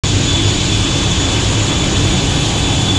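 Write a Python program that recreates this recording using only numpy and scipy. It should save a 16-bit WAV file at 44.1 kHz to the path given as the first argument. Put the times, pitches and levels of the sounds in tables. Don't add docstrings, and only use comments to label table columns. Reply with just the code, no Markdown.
import sys
import numpy as np
from scipy import signal
from scipy.fft import rfft, irfft
from scipy.io import wavfile
from scipy.ndimage import uniform_filter1d

SR = 44100
rng = np.random.default_rng(int(sys.argv[2]) if len(sys.argv) > 2 else 0)


def unload_wav(signal):
    wavfile.write(
        sys.argv[1],
        SR,
        np.round(np.clip(np.atleast_2d(signal).T, -1, 1) * 32767).astype(np.int16),
    )


N = 131418


def from_db(db):
    return 10 ** (np.asarray(db) / 20)


def rms_one(x):
    return x / np.sqrt(np.mean(x ** 2) + 1e-20)


def in_time(rows):
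    times, values = np.transpose(rows)
    return np.interp(np.arange(N) / SR, times, values)


def drift(rate_hz):
    step = 40
    run_in = 2000
    pole = np.exp(-2 * np.pi * rate_hz * step / SR)
    noise = rng.standard_normal(N // step + 2 + run_in)
    slow = signal.lfilter([1], [1, -2 * pole, pole * pole], noise)[run_in:]
    return np.interp(np.arange(N) / step, np.arange(len(slow)), rms_one(slow))


def turbulence(spectrum, flutter_db, flutter_rate, surge_db, count):
    hz, db = np.transpose(spectrum)
    log_hz = np.log(np.maximum(np.arange(N // 2 + 1) * SR / N, 1))
    below = np.maximum(np.log(hz[0]) - log_hz, 0)
    above = np.maximum(log_hz - np.log(hz[-1]), 0)
    colour = from_db(np.interp(log_hz, np.log(hz), db) - 40 * (below + above))
    noise = rfft(rng.standard_normal(N)) * colour
    place = np.interp(log_hz, np.log([hz[0], hz[-1]]), [0, count - 1])
    total = np.zeros(N)
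    for k in range(count):
        band = irfft(noise * np.maximum(1 - abs(place - k), 0), N)
        total += band * from_db(flutter_db * drift(flutter_rate))
    return rms_one(total * from_db(surge_db * drift(5.6)))


def resonance(hz, width_hz):
    run_in = SR // 2
    r = np.exp(-np.pi * (np.pi / 2 * width_hz) / SR)
    section = [1, 0, -1, 1, -2 * r * np.cos(2 * np.pi * hz / SR), r * r]
    return rms_one(signal.sosfilt([section, section], rng.standard_normal(N + run_in))[-N:])


def evened(x, share, window_s):
    power = uniform_filter1d(np.abs(signal.hilbert(x)) ** 2, int(window_s * SR))
    return rms_one(x / (power + 0.055 * power.mean()) ** (share / 2))


# (frequency [Hz], relative density [dB per Hz])
HISS_COLOUR = [(1500, -23), (1950, -11.5), (2350, -1), (2800, -4), (3300, 0.5), (3900, -2), (4900, -6),
               (6000, -6), (6900, -1.5), (7600, -6.5), (8500, -15), (9300, -23.5), (10500, -25),
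               (11500, -39.5), (13000, -37)]
# (time [s], level [dB])
HISS_FADER = [(0.05, -19), (1.21, -19), (2.16, -20), (2.92, -20.5), (2.95, -20.5)]
HISS_TRIM_DB = -2.5


def hiss():
    level_db = in_time(HISS_FADER) + HISS_TRIM_DB
    return from_db(level_db) * turbulence(HISS_COLOUR, flutter_db=1.4, flutter_rate=21, surge_db=0.27, count=12)


# (frequency [Hz], relative density [dB per Hz])
FIZZ_COLOUR = [(8300, 5), (10500, -8), (12800, -20)]
# (time [s], level [dB])
FIZZ_FADER = [(0.05, -60), (1.8, -45), (2.95, -41)]


def fizz():
    return from_db(in_time(FIZZ_FADER)) * turbulence(FIZZ_COLOUR, flutter_db=0, flutter_rate=12,
                                                     surge_db=2.5, count=3)


# (frequency [Hz], width [Hz], level [dB rms])
DUCT_WHISTLES = [(1521, 25, -46), (2061, 12, -47), (2617, 38, -38.5), (2740, 25, -43), (2885, 20, -43),
                 (2985, 28, -36), (3065, 50, -38), (3185, 55, -36.5), (3285, 35, -41), (3590, 25, -41),
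                 (3843, 30, -37), (4484, 40, -41)]
WHISTLE_TRIM_DB, WHISTLE_RISE_DB_PER_S = 1, 0.5


def duct_whistles():
    from_middle_s = (np.arange(N) - N / 2) / SR
    rise = from_db(WHISTLE_TRIM_DB + WHISTLE_RISE_DB_PER_S * from_middle_s)
    return rise * sum(from_db(db) * resonance(hz, width) for hz, width, db in DUCT_WHISTLES)


BLADE_HZ = 3467
BLADE_WANDER_HZ, BLADE_JITTER_HZ = 0.79, 2.54
# (time [s], level [dB])
WHINE_FADER = [(0.05, -27.5), (0.2, -33), (0.33, -21), (0.69, -33), (0.7, -23), (0.8, -28), (1.12, -23),
               (1.18, -32), (1.28, -21.5), (1.66, -34.5), (1.71, -21), (1.79, -33), (1.81, -20),
               (1.87, -31.5), (2.24, -25), (2.28, -29.5), (2.77, -24.5), (2.95, -20)]
# (time [s], level [dB])
OCTAVE_FADER = [(0.05, -31), (0.26, -23), (0.36, -39), (0.49, -23), (0.64, -33), (1.0, -49), (1.21, -21.5),
                (1.29, -36), (1.68, -25), (1.73, -31), (2.1, -28), (2.13, -34), (2.84, -30), (2.95, -46)]
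# (time [s], level [dB])
THIRD_FADER = [(0.05, -64), (0.3, -55.4), (0.55, -59), (0.8, -59), (1.05, -52), (1.2, -63), (1.42, -47),
               (1.7, -62), (2.1, -55), (2.4, -46.5), (2.7, -56.4), (2.92, -49.5)]
WHINE_TRIM_DB, OCTAVE_TRIM_DB = -1.5, -4
SKIRT_HZ, SKIRT_WIDTH_HZ, SKIRT_DB = 3427, 66, -7


def compressor():
    scatter, scatter_rate = 0.35, 25
    hz = BLADE_HZ + BLADE_WANDER_HZ * drift(3.12) + BLADE_JITTER_HZ * drift(54.2)
    phase = 2 * np.pi * np.cumsum(hz) / SR
    whine_db = in_time(WHINE_FADER) + WHINE_TRIM_DB
    octave_db = in_time(OCTAVE_FADER) + OCTAVE_TRIM_DB
    third_db = in_time(THIRD_FADER)
    tones = np.zeros(N)
    for harmonic, db in enumerate([whine_db, octave_db, third_db], 1):
        in_phase = (1 + scatter * drift(scatter_rate)) * np.sin(harmonic * phase)
        quadrature = scatter * drift(scatter_rate) * np.cos(harmonic * phase)
        tones += from_db(db) * np.sqrt(2) * (in_phase + quadrature)
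    skirt = from_db(whine_db + SKIRT_DB) * resonance(SKIRT_HZ, SKIRT_WIDTH_HZ)
    return tones + skirt


# (frequency [Hz], relative density [dB per Hz])
RUSH_COLOUR = [(300, -7), (520, -0.5), (800, -3), (1130, -3), (1350, -7.5), (1620, -5.5), (1900, -9.5),
               (2600, -22)]
# (time [s], level [dB])
RUSH_FADER = [(0.05, -27), (1.2, -26), (1.8, -25), (2.95, -27.5)]


def exhaust_rush():
    return from_db(in_time(RUSH_FADER)) * turbulence(RUSH_COLOUR, flutter_db=1.25, flutter_rate=23,
                                                     surge_db=0.72, count=8)


HOWL_HZ, HOWL_WIDTH_HZ = 786, 147
# (time [s], level [dB])
HOWL_FADER = [(0.05, -49), (2.0, -37), (2.5, -31), (2.95, -30.5)]


def exhaust_howl():
    return from_db(in_time(HOWL_FADER)) * resonance(HOWL_HZ, HOWL_WIDTH_HZ)


BOOM_HZ, BOOM_WIDTH_HZ, BOOM_TRIM_DB = 99.1, 6.2, -1
# (time [s], level [dB])
BOOM_FADER = [(0.05, -21), (0.17, -15), (0.32, -27), (0.46, -13.5), (0.6, -25.5), (0.74, -15.5),
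              (0.95, -29.5), (1.16, -20.5), (1.35, -23.1), (1.5, -18.5), (1.75, -27.5), (2.0, -18.5),
              (2.2, -35), (2.35, -30), (2.68, -22.5), (2.9, -16.5)]


def cabin_boom():
    boom = evened(resonance(BOOM_HZ, BOOM_WIDTH_HZ), share=1, window_s=0.048)
    return from_db(in_time(BOOM_FADER) + BOOM_TRIM_DB) * boom


# (frequency [Hz], relative density [dB per Hz])
RUMBLE_COLOUR = [(20, -7), (38, -5.5), (54, -2.5), (80, -1), (135, -1.5), (200, -7.5), (245, -13),
                 (320, -9), (440, -15.5), (600, -31)]
# (frequency [Hz], width [Hz], level against the rumble noise [dB])
CABIN_RESONANCES = [(54.3, 13.5, -14), (132.6, 12.4, -10), (187, 8.5, -13.5), (279.8, 24.4, -8.5),
                    (330.8, 27.4, -14)]
# (time [s], level [dB])
RUMBLE_FADER = [(0.05, -19), (0.5, -19.5), (1.0, -19.5), (1.6, -19), (1.9, -18.0), (2.15, -17), (2.45, -19),
                (2.9, -19)]
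RUMBLE_TRIM_DB = 2.5


def exhaust_rumble():
    rumble = turbulence(RUMBLE_COLOUR, flutter_db=0.3, flutter_rate=4.4, surge_db=1.6, count=8)
    cabin = sum(from_db(db) * resonance(hz, width) for hz, width, db in CABIN_RESONANCES)
    level_db = in_time(RUMBLE_FADER) + RUMBLE_TRIM_DB
    return from_db(level_db) * evened(rumble + cabin, share=0.7, window_s=0.033)


def scene():
    air = hiss() + fizz() + duct_whistles()
    exhaust = exhaust_rush() + exhaust_howl() + cabin_boom() + exhaust_rumble()
    return np.tile(air + compressor() + exhaust, (2, 1))


START_S = 0.036
TOP_STOP_HZ = 13700


def record(dry):
    on = np.arange(N) / SR >= START_S
    rounded = 1.51 * np.tanh(dry / 1.48)
    lowpass = signal.cheby2(16, 70, TOP_STOP_HZ, fs=SR, output="sos")
    return signal.sosfilt(lowpass, on * rounded)


dry = scene()
out = record(dry)
unload_wav(out)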